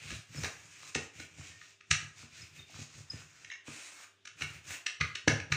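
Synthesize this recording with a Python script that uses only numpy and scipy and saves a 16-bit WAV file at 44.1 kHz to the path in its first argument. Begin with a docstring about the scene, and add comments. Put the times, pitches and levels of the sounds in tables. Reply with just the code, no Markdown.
"""Crushing nuts with a rolling pin

Nuts in a plastic bag are crushed under a wooden pin on a cloth-covered counter in a hard-walled kitchen.
Cracks and light ticks are bursts of tiny clicks that ring the pin; knocks ring hollow wood and the counter.
The bag crinkles in random snaps, crumbs shake the counter, a loose handle rattles and the axle squeaks.
Filtered noise gives the echoes and the room's air; wavering sines make an appliance's hum."""
import sys
import numpy as np
from scipy import signal
from scipy.fft import rfft, irfft
from scipy.io import wavfile

SR = 44100
rng = np.random.default_rng(int(sys.argv[2]) if len(sys.argv) > 2 else 0)


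def inscribe(sig):
    """Save sig as 16-bit PCM at rate SR to the path in sys.argv[1].

    A 1-D sig is mono; a 2-D sig holds one channel per row.
    Samples are clipped to [-1, 1] before scaling.
    """
    pcm = np.round(np.clip(np.atleast_2d(sig).T, -1, 1) * 32767)
    wavfile.write(sys.argv[1], SR, pcm.astype(np.int16))


def ratio_of_db(decibels):
    """Turn decibels (scalar or array-like) into linear amplitude factors; 0 dB maps to 1."""
    return 10 ** (np.asarray(decibels, float) / 20)


N = 245195   # length in samples
STILL_DB = -90   # level of the bag and the counter when nothing moves them


def rms_one(x):
    """Scales a sound to an rms of 1."""
    return x / np.sqrt(np.mean(x ** 2) + 1e-20)


def at_hz(points, hz):
    """Reads a curve of (f/Hz, value), with straight lines over log frequency."""
    points = np.array(points)
    return np.interp(np.log(hz + 1), np.log(points[:, 0]), points[:, 1])


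def drift(rate_hz):
    """Slow chance: noise through two equal one-pole low-passes at rate_hz, rms 1."""
    r = np.exp(-80 * np.pi * rate_hz / SR)   # made at a fortieth of the sample rate
    noise = rng.standard_normal(N // 40 + 2002)
    slow = signal.lfilter([1], [1, -2 * r, r * r], noise)[2000:]
    return np.interp(np.arange(N) / 40, np.arange(len(slow)), rms_one(slow))


def colour(x, spectrum, size=8192):
    """A causal filter with this spectrum and unit energy, made by folding the cepstrum."""
    cepstrum = irfft(np.log(ratio_of_db(at_hz(spectrum, np.fft.rfftfreq(size, 1 / SR)))))
    cepstrum[1:size // 2] *= 2
    cepstrum[size // 2 + 1:] = 0
    shape = irfft(np.exp(rfft(cepstrum)))[:size // 2]
    return signal.fftconvolve(x, shape / np.sqrt(np.sum(shape ** 2)))[:len(x)]


def bandpass(x, low_hz, high_hz):
    """Keeps one band of frequencies."""
    return signal.sosfilt(signal.butter(2, [low_hz, high_hz], "band", fs=SR, output="sos"), x)


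def ring(push, hz, t60):
    """A resonance: a unit click sets off a sine that falls by 60 dB in t60 seconds."""
    r, w = ratio_of_db(-60 / (t60 * SR)), 2 * np.pi * hz / SR
    return signal.lfilter([0, np.sin(w)], [1, -2 * r * np.cos(w), r * r], push + 1e-18)


def struck(push, modes, extra_db, neighbour=-1):
    """A push rings all the modes of a body, by default with neighbours in opposite phase; peak 1."""
    sound = 0
    for (hz, db, t60), more_db in zip(modes, extra_db):
        shifted_hz = hz * rng.normal(1, 0.002)   # grip and load shift each mode a little
        sound = ratio_of_db(db + more_db) * ring(push, shifted_hz, t60) + neighbour * sound
    return sound / np.max(np.abs(sound))


def near_mode(modes, ring_hz, boost_db):
    """The contact point favours the modes near ring_hz: extra dB for each mode."""
    octaves = np.log2(np.array(modes)[:, 0] / ring_hz)
    return boost_db * np.exp(-(octaves / 0.2) ** 2)


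def grains(count, per_s, spread_db):
    """Random clicks of either sign, a few much larger than the rest."""
    sizes = ratio_of_db(spread_db * np.minimum(rng.exponential(1, count), 5)) * rng.choice([-1, 1], count)
    return sizes * (rng.random(count) < per_s / SR)


# Cracks of nuts, and a few light ticks, probably of the handle:
# t/s, peak of the snap level/dB, favoured ring f/Hz, peak of the pin's ring level/dB
CRACKS = [(0.102, -37.5, 1670, -33), (0.113, -39, 2430, -39), (0.3433, -57, 1870, -41),
          (0.433, -30.5, 1950, -30), (0.444, -27.5, 1780, -25), (0.453, -50, 2680, -34),
          (0.948, -26, 2700, -22), (0.958, -32.5, 1920, -32), (1.1977, -38, 2010, -33.5),
          (1.612, -58, 1900, -38.5), (1.8066, -58, 2600, -43.5), (1.9086, -15.5, 2220, -22),
          (1.914, -28, 1510, -27.5), (1.9102, -21.5, 2850, -15), (4.252, -42.5, 1480, -41.5),
          (4.2717, -40.5, 2780, -35.5), (4.408, -32.5, 1480, -38), (4.4191, -28.5, 2700, -22),
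          (4.863, -22, 2800, -22), (5.002, -37, 1240, -35), (5.0092, -27.5, 2110, -16),
          (5.012, -46, 1230, -19.5), (5.1519, -31, 2800, -27.5), (5.277, -15.5, 1710, -12),
          (5.3987, -41, 2610, -31), (5.521, -39.5, 1210, -19), (5.52, -22, 2080, -15.5)]
# What pin and nuts ring with: f/Hz, relative level/dB, time to fall by 60 dB t/s
PIN_MODES = [(1244, -12, .035), (1460, -8, .035), (1680, -8, .035), (1870, -4, .018), (2060, -3, .016),
             (2190, -2, .016), (2420, -2, .013), (2680, 0, .01), (2950, -1, .009), (3300, -5, .009),
             (3800, -1, .008), (4350, -1, .009), (5700, -4, .01), (6350, -3, .01)]
# Colour of a snap: f/Hz, relative level/dB (per Hz)
SNAP_COLOUR = [(710, -27.5), (1200, -38), (1970, -20), (2190, -12), (3220, -21), (3870, -11), (4900, -22),
               (5870, -9.5), (11600, -82), (15600, -58)]


def cracks():
    """A crack or tick is a few ms of splinters, and the jolt rings the pin."""
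    out, size = np.zeros(N + SR), SR // 2
    t, pin_hz = np.arange(size) / SR, np.array(PIN_MODES)[:, 0]
    swell = t / .005 * np.exp(1 - (t / 0.0063) ** 2)
    click = np.exp(-((t - .00012) / .00004) ** 2 / 2)
    for s, snap_db, ring_hz, ring_db in CRACKS:
        soft = np.clip(-.015 * (snap_db + 56.0), 0, .9)   # sets the filter that tilts the splinters
        splinters = signal.lfilter([1 - soft], [1, -soft], grains(size, 15000.0, 3.5) * swell)
        snap = colour(splinters, SNAP_COLOUR)
        sound = ratio_of_db(snap_db) * snap / np.max(np.abs(snap))
        # a light touch, then the full weight
        gap_s = rng.uniform(0.002177, 0.003518)
        bounce = 0.35 * click + np.roll(click, round(gap_s * SR))
        extra_db = near_mode(PIN_MODES, ring_hz, 9) - 6 * np.log2(pin_hz / 2000)
        extra_db = extra_db + rng.normal(0, 2, len(PIN_MODES))
        sound += ratio_of_db(ring_db) * struck(np.diff(bounce, prepend=0), PIN_MODES, extra_db)
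        at = round((s - .001) * SR)
        out[at:at + size] += sound
    return out[:N]


# The pin drops onto the counter: t/s, wooden knock level/dB, counter thud level/dB,
# hardness level/dB (per octave; higher brings out the upper modes)
KNOCKS = [(0.106, -47.5, -46, -1), (0.347, -44.5, -56, -4), (0.439, -33.5, -47, 12), (0.456, -37.5, -63, 8),
          (0.956, -27.5, -34.5, 3), (1.199, -45.5, -62, 0), (1.383, -51, -51, 1), (1.908, -75, -26, -2),
          (2.234, -51.5, -53, -2.5), (2.601, -58.5, -66, 3), (2.696, -54, -70, 5), (2.748, -65, -43, -12),
          (2.789, -46.5, -40.5, -4), (2.959, -69, -48.5, -7), (3.134, -46.5, -50.5, -5.5),
          (3.681, -42, -43, -6.5), (4.411, -44, -47, 2.5), (4.423, -50, -39, -5), (5.008, -38, -28, 6.5),
          (5.275, -16, -20.5, 6), (5.518, -48, -23.5, 13)]
# Hollow wood: f/Hz, relative level/dB, time to fall by 60 dB t/s
WOOD_MODES = [(237, 7, 0.11), (303, 10.5, 0.04), (341.5, -1.5, 0.14), (468, 10.5, 0.026), (645, 7.5, 0.03),
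              (787, 7, 0.017), (1092, 2, 0.014)]
# The counter, also shaken by the rumble: f/Hz, level/dB (before mixing), fall by 60 dB after a thud t/s
COUNTER_MODES = [(90.7, 7.5, 0.26), (108.4, 9, 0.3), (144.8, 10.5, 0.21)]


def knocks():
    """A quick tap rings the hollow wood, a slower jolt the counter."""
    jolt_early_s = .003   # start the slow jolt early so that its peak meets the tap
    out, size = np.zeros(N + SR), SR // 2
    t = np.arange(size) / SR
    tap, jolt = [np.exp(-((t - 3 * width_s) / width_s) ** 2 / 2) for width_s in (.00015, .001)]
    for s, knock_db, thud_db, hard_db in KNOCKS:
        at = round(s * SR)
        wood_db = hard_db * np.log2(np.array(WOOD_MODES)[:, 0] / 300)
        wood_db = wood_db + rng.normal(0, 2.5, len(WOOD_MODES))
        out[at:at + size] += ratio_of_db(knock_db) * struck(tap, WOOD_MODES, wood_db)
        at -= round(jolt_early_s * SR)
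        slab_db = rng.normal(0, 1.9, len(COUNTER_MODES))
        # the slab sets off as one: modes add with the same sign
        out[at:at + size] += ratio_of_db(thud_db) * struck(jolt, COUNTER_MODES, slab_db, neighbour=0.76)
    return out[:N]


# Colour of the bag's snaps as the microphone hears them, before the bands flicker:
# f/Hz, relative level/dB (per Hz)
BAG_COLOUR = [(180, -33.5), (300, -3.5), (397, -17), (461, -15), (879, -16), (2010, -4.5), (2490, 2.5),
              (3190, -7.5), (4670, -11), (6710, -5), (8890, -16.5), (10700, -31.5), (13400, -32.5),
              (15600, -13)]


def crinkle(level_db, folding_db):
    """Thin plastic buckles in thousands of tiny clumped snaps; crumbs break under it."""
    snaps = colour(grains(N, 6700.0 * ratio_of_db(2.7 * drift(24)), 2.4), BAG_COLOUR)
    out, edges_hz = 0, [200, 600, 1250, 1800, 3600, 5200, 8000, 11000, 16000]
    for low, high in zip(edges_hz, edges_hz[1:]):
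        # the finest hiss and the dull rustle come from slow folding, less from jerks
        muffled_db = 0.34 * (folding_db - level_db) * (low > 9000 or high < 1300)
        flicker_db = .5 * drift(48) + 2.36 * drift(1.67)
        # neighbours meet in opposite phase, so signs alternate
        out = bandpass(snaps, low, high) * ratio_of_db(flicker_db + muffled_db) - out
    # every crumb is dealt one of ten pitches
    pitches_hz, dealt = np.geomspace(1200, 4200, 10), rng.integers(0, 10, N)
    crumbs = grains(N, 400 * ratio_of_db(4 * drift(10)), 3.9)
    crunch = sum(ring(crumbs * (dealt == k), hz, 9 / hz) for k, hz in enumerate(pitches_hz))
    return ratio_of_db(level_db) * (rms_one(out) + ratio_of_db(-12.0) * rms_one(crunch))


# Pushes of the pin into the bag: most pressure t/s, build-up t/s, easing t/s,
# bag crinkle level/dB, counter rumble level/dB
STROKES = [(0.02, 0.25, .1, -53.5, -75), (0.118, 0.16, 0.15, -48.5, -45.5), (0.40, 0.15, 0.11, -47.5, -43),
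           (0.449, 0.062, 0.067, -42.5, -39), (0.70, 0.85, 0.16, -58, -64), (0.87, 0.27, 0.11, -52.5, -63),
           (1.02, 0.065, 0.1, -56.5, -48), (1.21, 0.12, 0.096, -52, -53.5),
           (1.40, 0.053, 0.046, -58.5, -52.5), (1.48, 0.27, 0.12, -53.5, -56.5),
           (1.64, 0.34, 0.18, -62, -70.5), (2.02, 0.23, 0.16, -58, -47), (2.21, 0.11, 0.1, -53.5, -58),
           (2.41, 0.22, 0.16, -55, -58), (2.59, 0.12, 0.088, -56.5, -54), (2.811, 0.22, 0.088, -51, -52.5),
           (2.99, 0.2, 0.11, -56, -56), (3.16, 0.13, 0.17, -53.5, -55), (3.40, 0.27, 0.24, -60, -69.5),
           (4.435, 0.075, 0.02, -46, -48.5), (4.54, 0.27, 0.13, -55, -52.5),
           (4.725, 0.12, 0.085, -42.5, -51), (5.04, 0.067, 0.2, -58.5, -47.5), (5.33, 0.1, 0.2, -67, -40),
           (5.535, 0.047, 0.059, -46, -35)]


def pressure(column, lead_s):
    """Power of all strokes, for the bag (column 0) or counter (1): each builds up and eases off."""
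    fade_db, roundness = 36.5, 2.02   # drop over build-up or easing; 1 is pointed, 2 rounded
    t, power = np.arange(N) / SR + lead_s, ratio_of_db(2 * STILL_DB)
    for s, rise_s, ease_s, *peak_db in STROKES:
        away = np.where(t < s, (s - t) / rise_s, (t - s) / ease_s)
        power = power + ratio_of_db(2 * (peak_db[column] - fade_db * away ** roundness))
    return power


# A hand gathers the nuts in the bag: t/s, crinkle level/dB
HAND = [(3.632, -90), (3.644, -68), (3.678, -47), (3.718, -49.5), (4.044, -55), (4.093, -100), (4.14, -82)]


def gathering():
    """Power of the crinkle under the hand, in straight dB lines between the points."""
    hand_db = np.interp(np.arange(N) / SR, *np.transpose(HAND), left=STILL_DB, right=STILL_DB)
    return ratio_of_db(2 * hand_db)


def aftermath(times, peak_db, t60):
    """Power that builds up steeply to a peak just after every event, then dies away."""
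    build_s, after_s = .0012, .004
    jumps, r, strain = np.zeros(N), ratio_of_db(-120 / (t60 * SR)), np.exp(-1 / (build_s * SR))
    jumps[((times + after_s) * SR).astype(int)] = ratio_of_db(2 * peak_db)
    # filtering backwards in time gives the build-up
    before = signal.lfilter([0, strain], [1, -strain], jumps[::-1] + 1e-18)[::-1]
    return before + signal.lfilter([1], [1, -r], jumps + 1e-18)


def bag():
    """Strokes and the hand fold the bag, and every snap jerks it."""
    crack_s, snap_db, *_ = np.transpose(CRACKS)
    folding = pressure(0, 0) + gathering()
    jerks = aftermath(crack_s, snap_db - 6.5, t60=0.025)
    return crinkle(10 * np.log10(folding + jerks), 10 * np.log10(folding))


def rumble():
    """The pin bumps over crumbs and shudders after thuds, which keeps the counter's low modes shaking."""
    knock_s, _, thud_db, _ = np.transpose(KNOCKS)
    strokes = pressure(1, lead_s=0.0032)   # the counter feels the push before the bag folds
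    level_db = 10 * np.log10(strokes + aftermath(knock_s, thud_db - 8, t60=0.1))
    bumps = grains(N, 200 * ratio_of_db(4 * drift(12)), 3.5)
    bumps = np.stack([bumps, bumps * ratio_of_db(level_db)])   # steady ones set the scale
    # under the pin the counter rings half as long
    shaken = sum(ratio_of_db(db) * ring(bumps, hz, 0.5 * t60) for hz, db, t60 in COUNTER_MODES)
    shaken += ratio_of_db(-16.0) * sum(ratio_of_db(db) * ring(bumps, hz, t60) for hz, db, t60 in WOOD_MODES[:4])
    return shaken[1] / np.std(shaken[0])


# The loose handle rattles as the pin is lifted: t/s, peak level/dB, favoured ring f/Hz
RATTLE = [(3.4463, -36, 2330), (3.5004, -33, 2090), (3.511, -41, 1900), (3.5165, -32.5, 2070),
          (3.524, -36, 1910), (3.5363, -41, 2200), (3.5548, -45, 1900)]
# What the handle rings with: f/Hz, relative level/dB, time to fall by 60 dB t/s
HANDLE_MODES = [(1500, -9, .008), (1860, 0, .016), (2050, -3, .01), (2220, 0, .012), (2450, -5, .009),
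                (2720, -2, .014), (3950, -8, .014), (5100, -13, .008), (6400, -9, .008)]


def rattle():
    """Wood on wood: each touch is a short chatter into the handle's modes, those nearby favoured."""
    out, size = np.zeros(N), SR // 4
    fade = np.exp(-np.arange(size) / (0.0022 * SR))
    for s, peak_db, ring_hz in RATTLE:
        at = round(s * SR)
        chatter = fade * rng.standard_normal(size)
        push = signal.lfilter([1, 2, 1], [1, -.4], np.diff(chatter, prepend=0))
        extra_db = near_mode(HANDLE_MODES, ring_hz, 6) + rng.normal(0, 1, len(HANDLE_MODES))
        out[at:at + size] += ratio_of_db(peak_db) * struck(push, HANDLE_MODES, extra_db)
    return out


# Axle squeaks: middle t/s, peak level/dB, pitch f/Hz, length of the swell t/s
SQUEAKS = [(0.381, -44.5, 5250, 0.019), (1.516, -52, 1830, 0.014), (1.55, -58, 1840, 0.076),
           (2.421, -44.5, 5120, 0.0074), (2.597, -45, 3680, 0.0099), (2.63, -48.5, 3640, 0.0081),
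           (3.106, -32, 5070, 0.0087)]


def squeaks():
    """Brief stick-slip at the axle: a pure note with a weak octave swells and dies, then the axle rings on."""
    tail_db, tail_t60_s = -11, .25   # each short squeak leaves the axle ringing on with its note, fading away
    t, out = np.arange(N) / SR, 0
    for s, peak_db, hz, length_s in SQUEAKS:
        phase = 2 * np.pi * hz * (t - s)
        swell = np.exp(-(2 * (t - s) / length_s) ** 2)
        echo = (t > s) * ratio_of_db(tail_db - 60 * np.abs(t - s) / tail_t60_s)
        note = np.sin(phase) + ratio_of_db(-36.0) * np.sin(2 * phase)
        out = out + ratio_of_db(peak_db) * np.maximum(swell, echo) * note
    return out


# How long the kitchen echoes: f/Hz, time to fall by 60 dB t/s
KITCHEN = [(300, 0.34), (600, 0.45), (1500, 0.44), (4000, 0.32), (10000, 0.34)]


def kitchen(x):
    """Dense reflections off tiles and cupboards, dying band by band; unit energy."""
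    far_s, far_db, far_spread_s = 0.0352, 2, 0.0065   # a cluster of echoes from across the room
    t, tail, edges_hz = np.arange(SR // 2) / SR, 0, 240 * 2 ** np.arange(7)
    for low, high in zip(edges_hz, edges_hz[1:]):
        band = bandpass(rng.standard_normal(len(t)), low, high)
        tail = tail + band * ratio_of_db(-60 * t / at_hz(KITCHEN, np.sqrt(low * high)))
    tail = tail * np.clip((t - .004) / 0.0053, 0, 1)   # the first walls answer after a few ms
    tail = tail * ratio_of_db(far_db * np.exp(-((t - far_s) / far_spread_s) ** 2))
    return signal.fftconvolve(x, tail / np.sqrt(np.sum(tail ** 2)))[:N]


# Colour of the room's air: f/Hz, relative level/dB (per Hz)
AIR_COLOUR = [(35, -23), (60, -10), (260, 1.5), (395, -0.5), (1100, -10), (3690, 2), (4050, -8), (5870, -9),
              (15600, -38)]
# Hum of an appliance: f/Hz, level/dB (rms, before it wavers)
HUM = [(99, -80), (392, -82.5), (646, -94.5)]


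def room_tone():
    """Soft steady air as filtered noise, and an appliance's hum as slightly wavering sines."""
    t, hum = np.arange(N) / SR, 0
    for hz, db in HUM:
        hum = hum + ratio_of_db(db + 1.0 * drift(3.5)) * np.sqrt(2) * np.sin(2 * np.pi * hz * t)
    return ratio_of_db(-73.5) * rms_one(colour(rng.standard_normal(N), AIR_COLOUR)) + hum


def scene():
    """Everything on the counter, near and through the room."""
    near = bag() + cracks() + knocks() + rattle()
    axle = squeaks()
    # the squeak's fading tail is mostly drawn in squeaks(); the shared room adds a little
    echoes = kitchen(near + ratio_of_db(-9) * axle)
    return (near + axle + ratio_of_db(-4.5) * echoes + rumble() + room_tone())[None]


def roll_off(x):
    """The treble ends steeply here."""
    return signal.sosfilt(signal.butter(12, 16440, fs=SR, output="sos"), x)


def record(dry):
    """A small microphone without deep bass; the top is cut."""
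    x = signal.sosfilt(signal.butter(4, 76.0, "high", fs=SR, output="sos"), dry)
    x = signal.sosfilt(signal.cheby2(12, 50, 15700, fs=SR, output="sos"), x)
    return roll_off(x)


dry = scene()
out = record(dry)
inscribe(out)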